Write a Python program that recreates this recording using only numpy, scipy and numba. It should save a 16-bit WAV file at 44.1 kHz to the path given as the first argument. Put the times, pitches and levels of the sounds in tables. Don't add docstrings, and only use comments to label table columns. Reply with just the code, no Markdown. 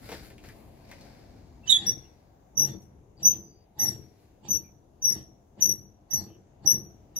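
import sys
import numpy as np
from scipy import signal
from scipy.fft import rfft, irfft, next_fast_len
from scipy.io import wavfile
from scipy.ndimage import uniform_filter1d
from numba import njit

SR = 44100
rng = np.random.default_rng(int(sys.argv[2]) if len(sys.argv) > 2 else 0)


def wav_out(sig):
    wavfile.write(sys.argv[1], SR, np.round(np.clip(np.atleast_2d(sig).T, -1, 1) * 32767).astype(np.int16))


def ratio(d):
    e = np.asarray(d, float) / 20
    return 10 ** e


N = 317079
T = np.arange(N) / SR

# start [t/s], length [t/s], rumble [level/dB], knock re rumble [level/dB],
# second harmonic of the squeal [level/dB]
TWISTS = [
    (1.668, 0.23, -45.5, -13, -12),
    (2.586, 0.068, -36, -12.5, -8),
    (3.217, 0.11, -42.5, -11, -13.5),
    (3.81, 0.072, -38, -10.5, -5.5),
    (4.454, 0.098, -43, -14.5, -7.5),
    (5.047, 0.12, -43.5, -16, -11),
    (5.594, 0.099, -42, -16, -5),
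    (6.145, 0.065, -39.5, -14, -5),
    (6.647, 0.11, -40, -15, -8),
    (7.184, .05, -46, -10.5, -11),
]


def unit(x):
    return x / np.sqrt(np.mean(x ** 2))


@njit
def svf(x, hz, width_hz):
    y, band, low = np.empty(len(x)), 0., 0.
    g, k = np.tan(np.pi * hz / SR), width_hz / hz
    for i in range(len(x)):
        v = (band + g * (x[i] - low)) / (1 + g * (g + k))
        band, low, y[i] = 2 * v - band, low + 2 * g * v, k * v
    return y


def svf_twice(x, hz, width_hz):
    return svf(svf(x, 1. * hz, 1. * width_hz), 1. * hz, 1. * width_hz)


def walk(rate_hz):
    k = int(SR / rate_hz)
    held = rng.standard_normal(8192)[np.arange(N) // k]
    return 1.93 * uniform_filter1d(uniform_filter1d(held, k), k)


def read(table):
    s, *columns = np.transpose(table)
    stop = int(s[-1] * SR) if s[-1] < T[-1] - .03 else N
    span = slice(max(int(s[0] * SR), 0), stop)
    return span, [np.interp(T[span], s, c) for c in columns]


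def shape(s, hold_s, rise_db_s, fall_db_s, depth_db=45):
    start_s, stop_s = s - depth_db / rise_db_s, s + hold_s + depth_db / fall_db_s
    span = slice(max(int(start_s * SR), 0), int(stop_s * SR))
    t = T[span] - s
    return span, t, np.minimum(np.minimum(t * rise_db_s, 0), (hold_s - t) * fall_db_s)


def slip(chance, hz, harmonics_db, jitter, chatter_db):
    waver, chatter, *flutter = chance
    phase = 2 * np.pi * np.cumsum(hz * (1 + jitter * waver)) / SR
    tone = sum(ratio(db + 1.5 * flutter[k]) * np.sin((k + 1) * phase) for k, db in enumerate(harmonics_db))
    return np.sqrt(2) * tone * (1 + ratio(chatter_db) * chatter) * signal.windows.tukey(len(hz), .08)


def squeals():
    # start [t/s], hold [t/s], slip rate [f/Hz], level [level/dB],
    # left minus right [level/dB]
    upper_locks = [(1.868, 0.021, 5730, -23.5, 4), (1.894, .008, 5778, -21.5, 3.5),
                   (2.594, 0.011, 5900, -18.5, 12), (2.61, .042, 5832, -26, 9),
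                   (3.253, 0.028, 6020, -14, 6.5), (3.287, .03, 6065, -25, 2.5),
                   (3.797, 0.052, 5910, -23.5, 5), (3.859, 0.032, 5670, -28.5, 11.5),
                   (4.508, .014, 6020, -25, 4.5), (4.529, 0.044, 5900, -29, 13),
                   (5.045, 0.045, 5870, -24.5, 4), (5.078, 0.027, 5830, -21.5, 13.5),
                   (5.624, 0.014, 5890, -23, 12), (5.642, 0.033, 5930, -25.5, 9.5),
                   (5.691, 0.033, 5867, -27, 12), (6.135, .018, 5958, -24, 9.5),
                   (6.158, .03, 5764, -31.5, 6.5), (6.676, 0.028, 5835, -20.5, 11),
                   (6.703, .02, 5900, -20, 7), (6.727, 0.032, 5870, -28, 7), (7.166, .03, 5880, -30.5, 3.5)]
    # start [t/s], slip rate [f/Hz], level [level/dB]
    bites = [
        (2.577, 5847, -21.5),
        (3.233, 5854, -26),
        (4.489, 5967, -30.5),
        (5.026, 5990, -32),
        (5.612, 6035, -29.5),
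        (6.112, 5860, -30),
        (6.663, 5796, -27.5),
    ]
    # start [t/s], hold [t/s], level [level/dB], left minus right [level/dB]
    low_locks = [
        (1.68, .02, -33, -9),
        (1.696, .04, -19.5, -9),
        (1.703, .018, -23.5, -4.5),
        (1.727, .043, -20, -3.5),
    ]
    low_hz = [3015, 3772, 3600, 3450]
    # second, third, fourth harmonic of each low lock [level/dB]
    low_harmonics_db = [(-2, -26, -28), (-27.5, -36, -48.5), (-0.5, -13, -29.5), (-13, -22, -37)]
    # start [t/s], length [t/s], start rate [f/Hz], end rate [f/Hz], level [level/dB]
    slides = [
        (3.245, .025, 5700, 5350, -35),
        (5.10, .035, 5680, 5480, -29),
        (3.89, .03, 5650, 5480, -41.5),
        (2.605, .05, 6450, 6250, -40),
        (6.13, .04, 6500, 6400, -52),
    ]

    chatter = signal.sosfilt(signal.butter(6, 800, fs=SR, output="sos"), rng.standard_normal(N))
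    chance = np.array([walk(250), unit(chatter)] + [walk(150) for _ in range(4)])
    out, starts = np.zeros((2, N)), np.array(TWISTS)[:, 0]

    def second_db(s):
        return TWISTS[np.argmin(abs(starts + .05 - s))][4]

    upper_mode = dict(sag_hz_s=402, jitter=.006, chatter_db=-24.5)
    low_mode = dict(sag_hz_s=0, jitter=.004, chatter_db=-28)
    catches = []
    for s, hold_s, hz, db, pan_db in upper_locks:
        detune_db, aside_db = .03 * max(5900 - hz, 0), .5 * (pan_db - 6.5)
        catches.append((s, hold_s, hz, db, pan_db, [second_db(s) - detune_db - aside_db], upper_mode))
    for (s, hold_s, db, pan_db), hz, harmonics_db in zip(low_locks, low_hz, low_harmonics_db):
        catches.append((s, hold_s, hz, db, pan_db, harmonics_db, low_mode))
    for s, hz, db in bites:
        catches.append((s, .016, hz, db, -0.5, [second_db(s) - 4], upper_mode))

    for s, hold_s, hz, db, pan_db, harmonics_db, mode in catches:
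        span, t, fade_db = shape(s, hold_s, rise_db_s=3299.5, fall_db_s=1598)
        rate_hz = hz - mode["sag_hz_s"] * t
        tone = slip(chance[:, span], rate_hz, [0, *harmonics_db], mode["jitter"], mode["chatter_db"])
        balance_db = np.array([[1], [-1]]) * (pan_db / 2 + 2 * chance[-1, span])
        droop_db = 70.5 * t
        out[:, span] += tone * ratio(db + fade_db - droop_db + balance_db)
    for s, length_s, start_hz, end_hz, db in slides:
        span, (hz,) = read([(s, start_hz), (s + length_s, end_hz)])
        tone = slip(chance[::-1, span], hz, [db, db - 11.5], jitter=0.028, chatter_db=-8.5)
        out[:, span] += tone * ratio([[2.5], [-2.5]])
    return out


def ring(x, modes, patchy_db=0):
    return unit(sum(ratio(db + patchy_db * walk(14)) * unit(svf_twice(x, hz, 1.3 * width_hz))
                    for hz, width_hz, db in modes))


def grains(rate_hz, spread_db):
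    hits = (rng.random(N) < rate_hz / SR) * rng.standard_normal(N)
    return hits * ratio(spread_db * np.minimum(rng.exponential(size=N), 3.5))


def grind():
    # centre [f/Hz], width [f/Hz], level [level/dB]
    frame = [(91, 42, -5), (129.4, 49, 3), (183, 43, -1.5), (300, 100, -1.5)]
    brace = [(477, 180, 4.5), (826.3, 70, 5)]
    tube_wall = [(1300, 620, -5.5), (1850, 500, 2.5), (2880, 1200, 2), (3613, 740, -0.5), (4370, 420, 1),
                 (7360, 740, -1)]
    # start [t/s], length [t/s], level [level/dB]
    scrapes = [
        (1.673, 0.22, -50.5),
        (2.591, 0.11, -53.5),
        (3.207, .14, -59),
        (3.797, 0.11, -50),
        (4.453, 0.11, -57),
        (5.041, 0.14, -54.5),
        (5.598, .12, -58.5),
        (6.121, 0.11, -54.5),
        (6.643, .11, -58),
        (7.162, .05, -60),
    ]

    out = np.zeros((2, N))
    catches, rasp = unit(grains(900, 3.0)), unit(grains(2500, 3.0))
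    layers = np.array([[ring(catches + 0.15 * own, frame, patchy_db=2.0),
                        ring(catches + 1.1 * own, brace, patchy_db=2.5),
                        ring(rasp + 1.4 * own, tube_wall, patchy_db=3.0)] for own in rng.standard_normal((2, N))])
    for s, length_s, db, knock_db, _ in TWISTS:
        span, t, fade_db = shape(s, length_s, rise_db_s=451, fall_db_s=101)
        swell_db = 5 * (np.clip(t / length_s, 0, 1) - 1)
        out[:, span] += ratio(db + fade_db + swell_db) * layers[:, 0, span]
        span, t, fade_db = shape(s, length_s, rise_db_s=451, fall_db_s=198.5)
        out[:, span] += ratio(db + knock_db + fade_db - 39 * t) * layers[:, 1, span]
    for s, length_s, db in scrapes:
        span, t, fade_db = shape(s, length_s, rise_db_s=899, fall_db_s=297)
        out[:, span] += ratio(db + fade_db + np.array([[-1.5], [1.5]])) * layers[:, 2, span]
    return out


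def rings():
    # start [t/s], length [t/s], centre [f/Hz], width [f/Hz], level [level/dB]
    wall_modes = [(1.63, .04, 2700, 120, -59.5), (2.66, .11, 3500, 70, -62.5), (3.4, .28, 4790, 200, -73.5),
                  (3.79, .06, 2050, 200, -55), (6.64, .07, 800, 50, -51), (5.62, .06, 4500, 150, -54),
                  (1.78, .1, 800, 60, -58), (6.7, .05, 1850, 80, -61.5), (2.03, .06, 2800, 200, -72),
                  (4.62, .09, 2400, 250, -73), (2.545, .035, 5860, 150, -57), (3.16, .07, 4700, 300, -67),
                  (6.25, .15, 2900, 600, -73)]
    # start [t/s], length [t/s], level [level/dB]
    grit_puffs = [
        (3.791, .03, -56.5),
        (4.5, .07, -58.5),
        (5.12, .08, -68.5),
        (5.6, .03, -60),
    ]
    # centre [f/Hz], width [f/Hz]
    puff_bands = [(9000, 2500), (14200, 2000)]

    out, noise = np.zeros(N), rng.standard_normal(N)
    puffs = [(s, length_s, hz, width_hz, db) for s, length_s, db in grit_puffs for hz, width_hz in puff_bands]
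    for s, length_s, hz, width_hz, db in wall_modes + puffs:
        span = slice(int(s * SR), int((s + length_s) * SR))
        tone = unit(svf_twice(noise[span], hz, width_hz))
        out[span] += ratio(db) * tone * signal.windows.tukey(len(tone), .6)
    return out


def boots():
    # loudest [t/s], time to die away [t/s], crunch [level/dB], thud and grit re crunch [level/dB]
    steps = [(0.049, 0.2, -58, 1, -1), (.13, .2, -47.5, -3.5, -12), (0.249, 0.095, -65.5, -13, 4),
             (0.462, 0.12, -56, -5, -7), (.6, 0.58, -70.5, 12.5, 1), (.915, 0.23, -63.5, 6, -20),
             (1.05, 0.87, -61.5, -1.5, -12.5), (2.822, 0.072, -81, 9, 13.5), (4.22, .25, -73, 1, -4),
             (2.0, 0.42, -69, 2, -8.5), (4.02, .3, -71, 0, -4)]
    # start [t/s], click [level/dB], ring [f/Hz], thud re click [level/dB]
    stones = [
        (0.09, -40, 1920, 2.5),
        (0.1171, -35, 1730, 2.5),
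        (0.3018, -43, 1740, -7),
        (0.381, -44, 2480, -26),
        (0.4389, -43.5, 1480, -3),
        (0.4873, -38, 1700, -20.5),
        (0.8917, -45, 2070, -40),
        (0.9145, -33.5, 1960, -38),
        (1.0101, -43, 4400, -15),
        (2.8194, -52.5, 5840, -35.5),
    ]

    out = np.zeros((2, N))
    grit = unit(grains(2000, 1.2))
    # (f/Hz, width/Hz, level/dB)
    thud_modes = [(158, 110, -0.82), (560, 530, -1.2)]
    crunch_modes = [(1540, 610, 2.8), (1990, 760, 0.5), (4444, 2500, 5.6)]
    fine_modes = [(7010, 3600, 0.28), (9850, 2100, -1), (13500, 3060, -0.88)]
    for port in out:
        heard = grit + 1.2 * rng.standard_normal(N)
        thud, crunch, fine = (ring(heard, modes) for modes in (thud_modes, crunch_modes, fine_modes))
        for s, dying_s, db, thud_db, grit_db in steps:
            fall_db_s = 20 / dying_s
            span, _, fade_db = shape(s, 0, fall_db_s / .5, fall_db_s, depth_db=29)
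            step = crunch[span] + ratio(thud_db) * thud[span] + ratio(grit_db) * fine[span]
            port[span] += ratio(db + fade_db) * step
    t = T[:2048]
    for s, db, hz, thud_db in stones:
        noise = rng.standard_normal(len(t))
        tick = 0.76 * svf(noise, 4690.0, 8000.) * np.exp(-t / 0.0023)
        tone = 2.0 * svf(noise, 1. * hz, 470.0) * np.exp(-t / 0.02)
        thud = 7.6 * svf(noise, 460.0, 300.0) * np.exp(-t / 0.023)
        i = int(s * SR)
        out[:, i:i + len(t)] += ratio(db - 4.5) * (tick + tone + ratio(thud_db) * thud)
    return out


def fence(direct):
    # delay [t/s], level [level/dB]
    echoes = [
        (.009, -10),
        (.021, -13),
    ]

    size, lag_samples = next_fast_len(N), 2.71
    turn = np.exp(-2j * np.pi * lag_samples * np.arange(size // 2 + 1) / size)
    near = np.array([irfft(rfft(direct[0], size) * turn, size)[:N], direct[1]])
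    for k, (s, db) in enumerate(echoes):
        i = int(s * SR)
        near[:, i:] += ratio(db) * np.array([direct[0], np.roll(direct[1], 5 - 9 * k)])[:, :-i]
    return near


@njit
def walls(x, lags, gain, damp):
    line, soft, out = np.zeros((8, 4096)), np.zeros(8), np.zeros((2, len(x)))
    for i in range(len(x)):
        total = 0.
        for k in range(8):
            soft[k] += (1 - damp) * (gain[k] * line[k, (i - lags[k]) & 4095] - soft[k])
            total += soft[k]
            out[k % 2, i] += soft[k] * (1 - (k & 2))
        for k in range(8):
            line[k, i & 4095] = x[i] + soft[k] - total / 4
    return out


def yard(direct):
    t60_s, level_db = 0.42, -19
    lags = rng.integers(500, 2400, 8)
    source = direct.mean(axis=0) + 1e-18
    late = walls(source, lags, ratio(-60 * lags / SR / t60_s), .08)
    return ratio(level_db + np.array([[1.5], [-1.5]])) * late


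def hum():
    # frequency [f/Hz], density [level/dB per Hz]
    spectrum = [(18, -35.5), (30, -2), (81, 0.5), (173, -10), (292, -8), (505, -16.5), (709, -14),
                (1360, -37), (1640, -33.5), (5170, -45), (5900, -35.5), (7460, -41), (8500, -54),
                (12600, -42.5), (15500, -49.5)]
    # frequency [f/Hz], coherence [0..1]
    likeness = [(60, 0.94), (290, 0.87), (640, 0.076), (1400, 0.0033)]
    # time [t/s], level [level/dB]
    traffic = [(0, 6), (1, 0.5), (1.6, 1.5), (2.3, -3), (3, 1.5), (3.7, -3.5), (4.3, -1.5), (5, 0.5),
               (6, -2.5), (6.6, -2.5), (7.19, 0)]

    out, swell, traffic_db = 0, walk(0.91), read(traffic)[1][0]
    (f, density_db), (like_hz, like) = np.transpose(spectrum), np.transpose(likeness)
    for hz in 33 * 2 ** np.arange(0, 9.2, .4):
        mid, side = (unit(svf_twice(rng.standard_normal(N), hz, hz / 3)) for _ in range(2))
        c = np.clip(np.interp(np.log(hz), np.log(like_hz), like), 0, .99)
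        band_db = np.interp(np.log(hz), np.log(f), density_db) + 10 * np.log10(hz)
        db = band_db + 1.0 * swell + c * traffic_db + 1.2 * walk(6.3)
        out = out + ratio(db) * (np.sqrt(1 + c) * mid + np.sqrt(1 - c) * side * np.array([[1], [-1]]))
    return unit(out) * ratio(-55 + np.array([[1.8], [-1.8]]))


def scene():
    post = squeals() + (grind() + rings()) * ratio([[1.7], [-1.7]])
    direct = post + boots() * ratio([[1.5], [-1.5]])
    return fence(direct) + yard(direct) + hum()


def top_cut(x):
    return signal.sosfilt(signal.butter(12, 15660, fs=SR, output="sos"), x)


def record(dry):
    # low edge [f/Hz], high edge [f/Hz]
    dropout_bands = [(7300, 10100), (13400, 15600)]

    heard = signal.sosfilt(signal.butter(2, 40, "high", fs=SR, output="sos"), dry)
    heard = heard - 0.19 * np.array([svf(port, 8000.0, 2000.0) for port in heard])
    squeal = signal.sosfilt(signal.butter(4, 2500, "high", fs=SR, output="sos"), heard)
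    squeal_power = uniform_filter1d(squeal ** 2, size=1024)
    dropout_db = -41
    for edges_hz in dropout_bands:
        band = signal.sosfiltfilt(signal.butter(5, edges_hz, "band", fs=SR, output="sos"), heard)
        starved = uniform_filter1d(band ** 2, size=1024) < squeal_power * ratio(2 * dropout_db)
        heard = heard - band * uniform_filter1d(1. * starved, size=512)
    return top_cut(heard)


dry = scene()
out = record(dry)
wav_out(out)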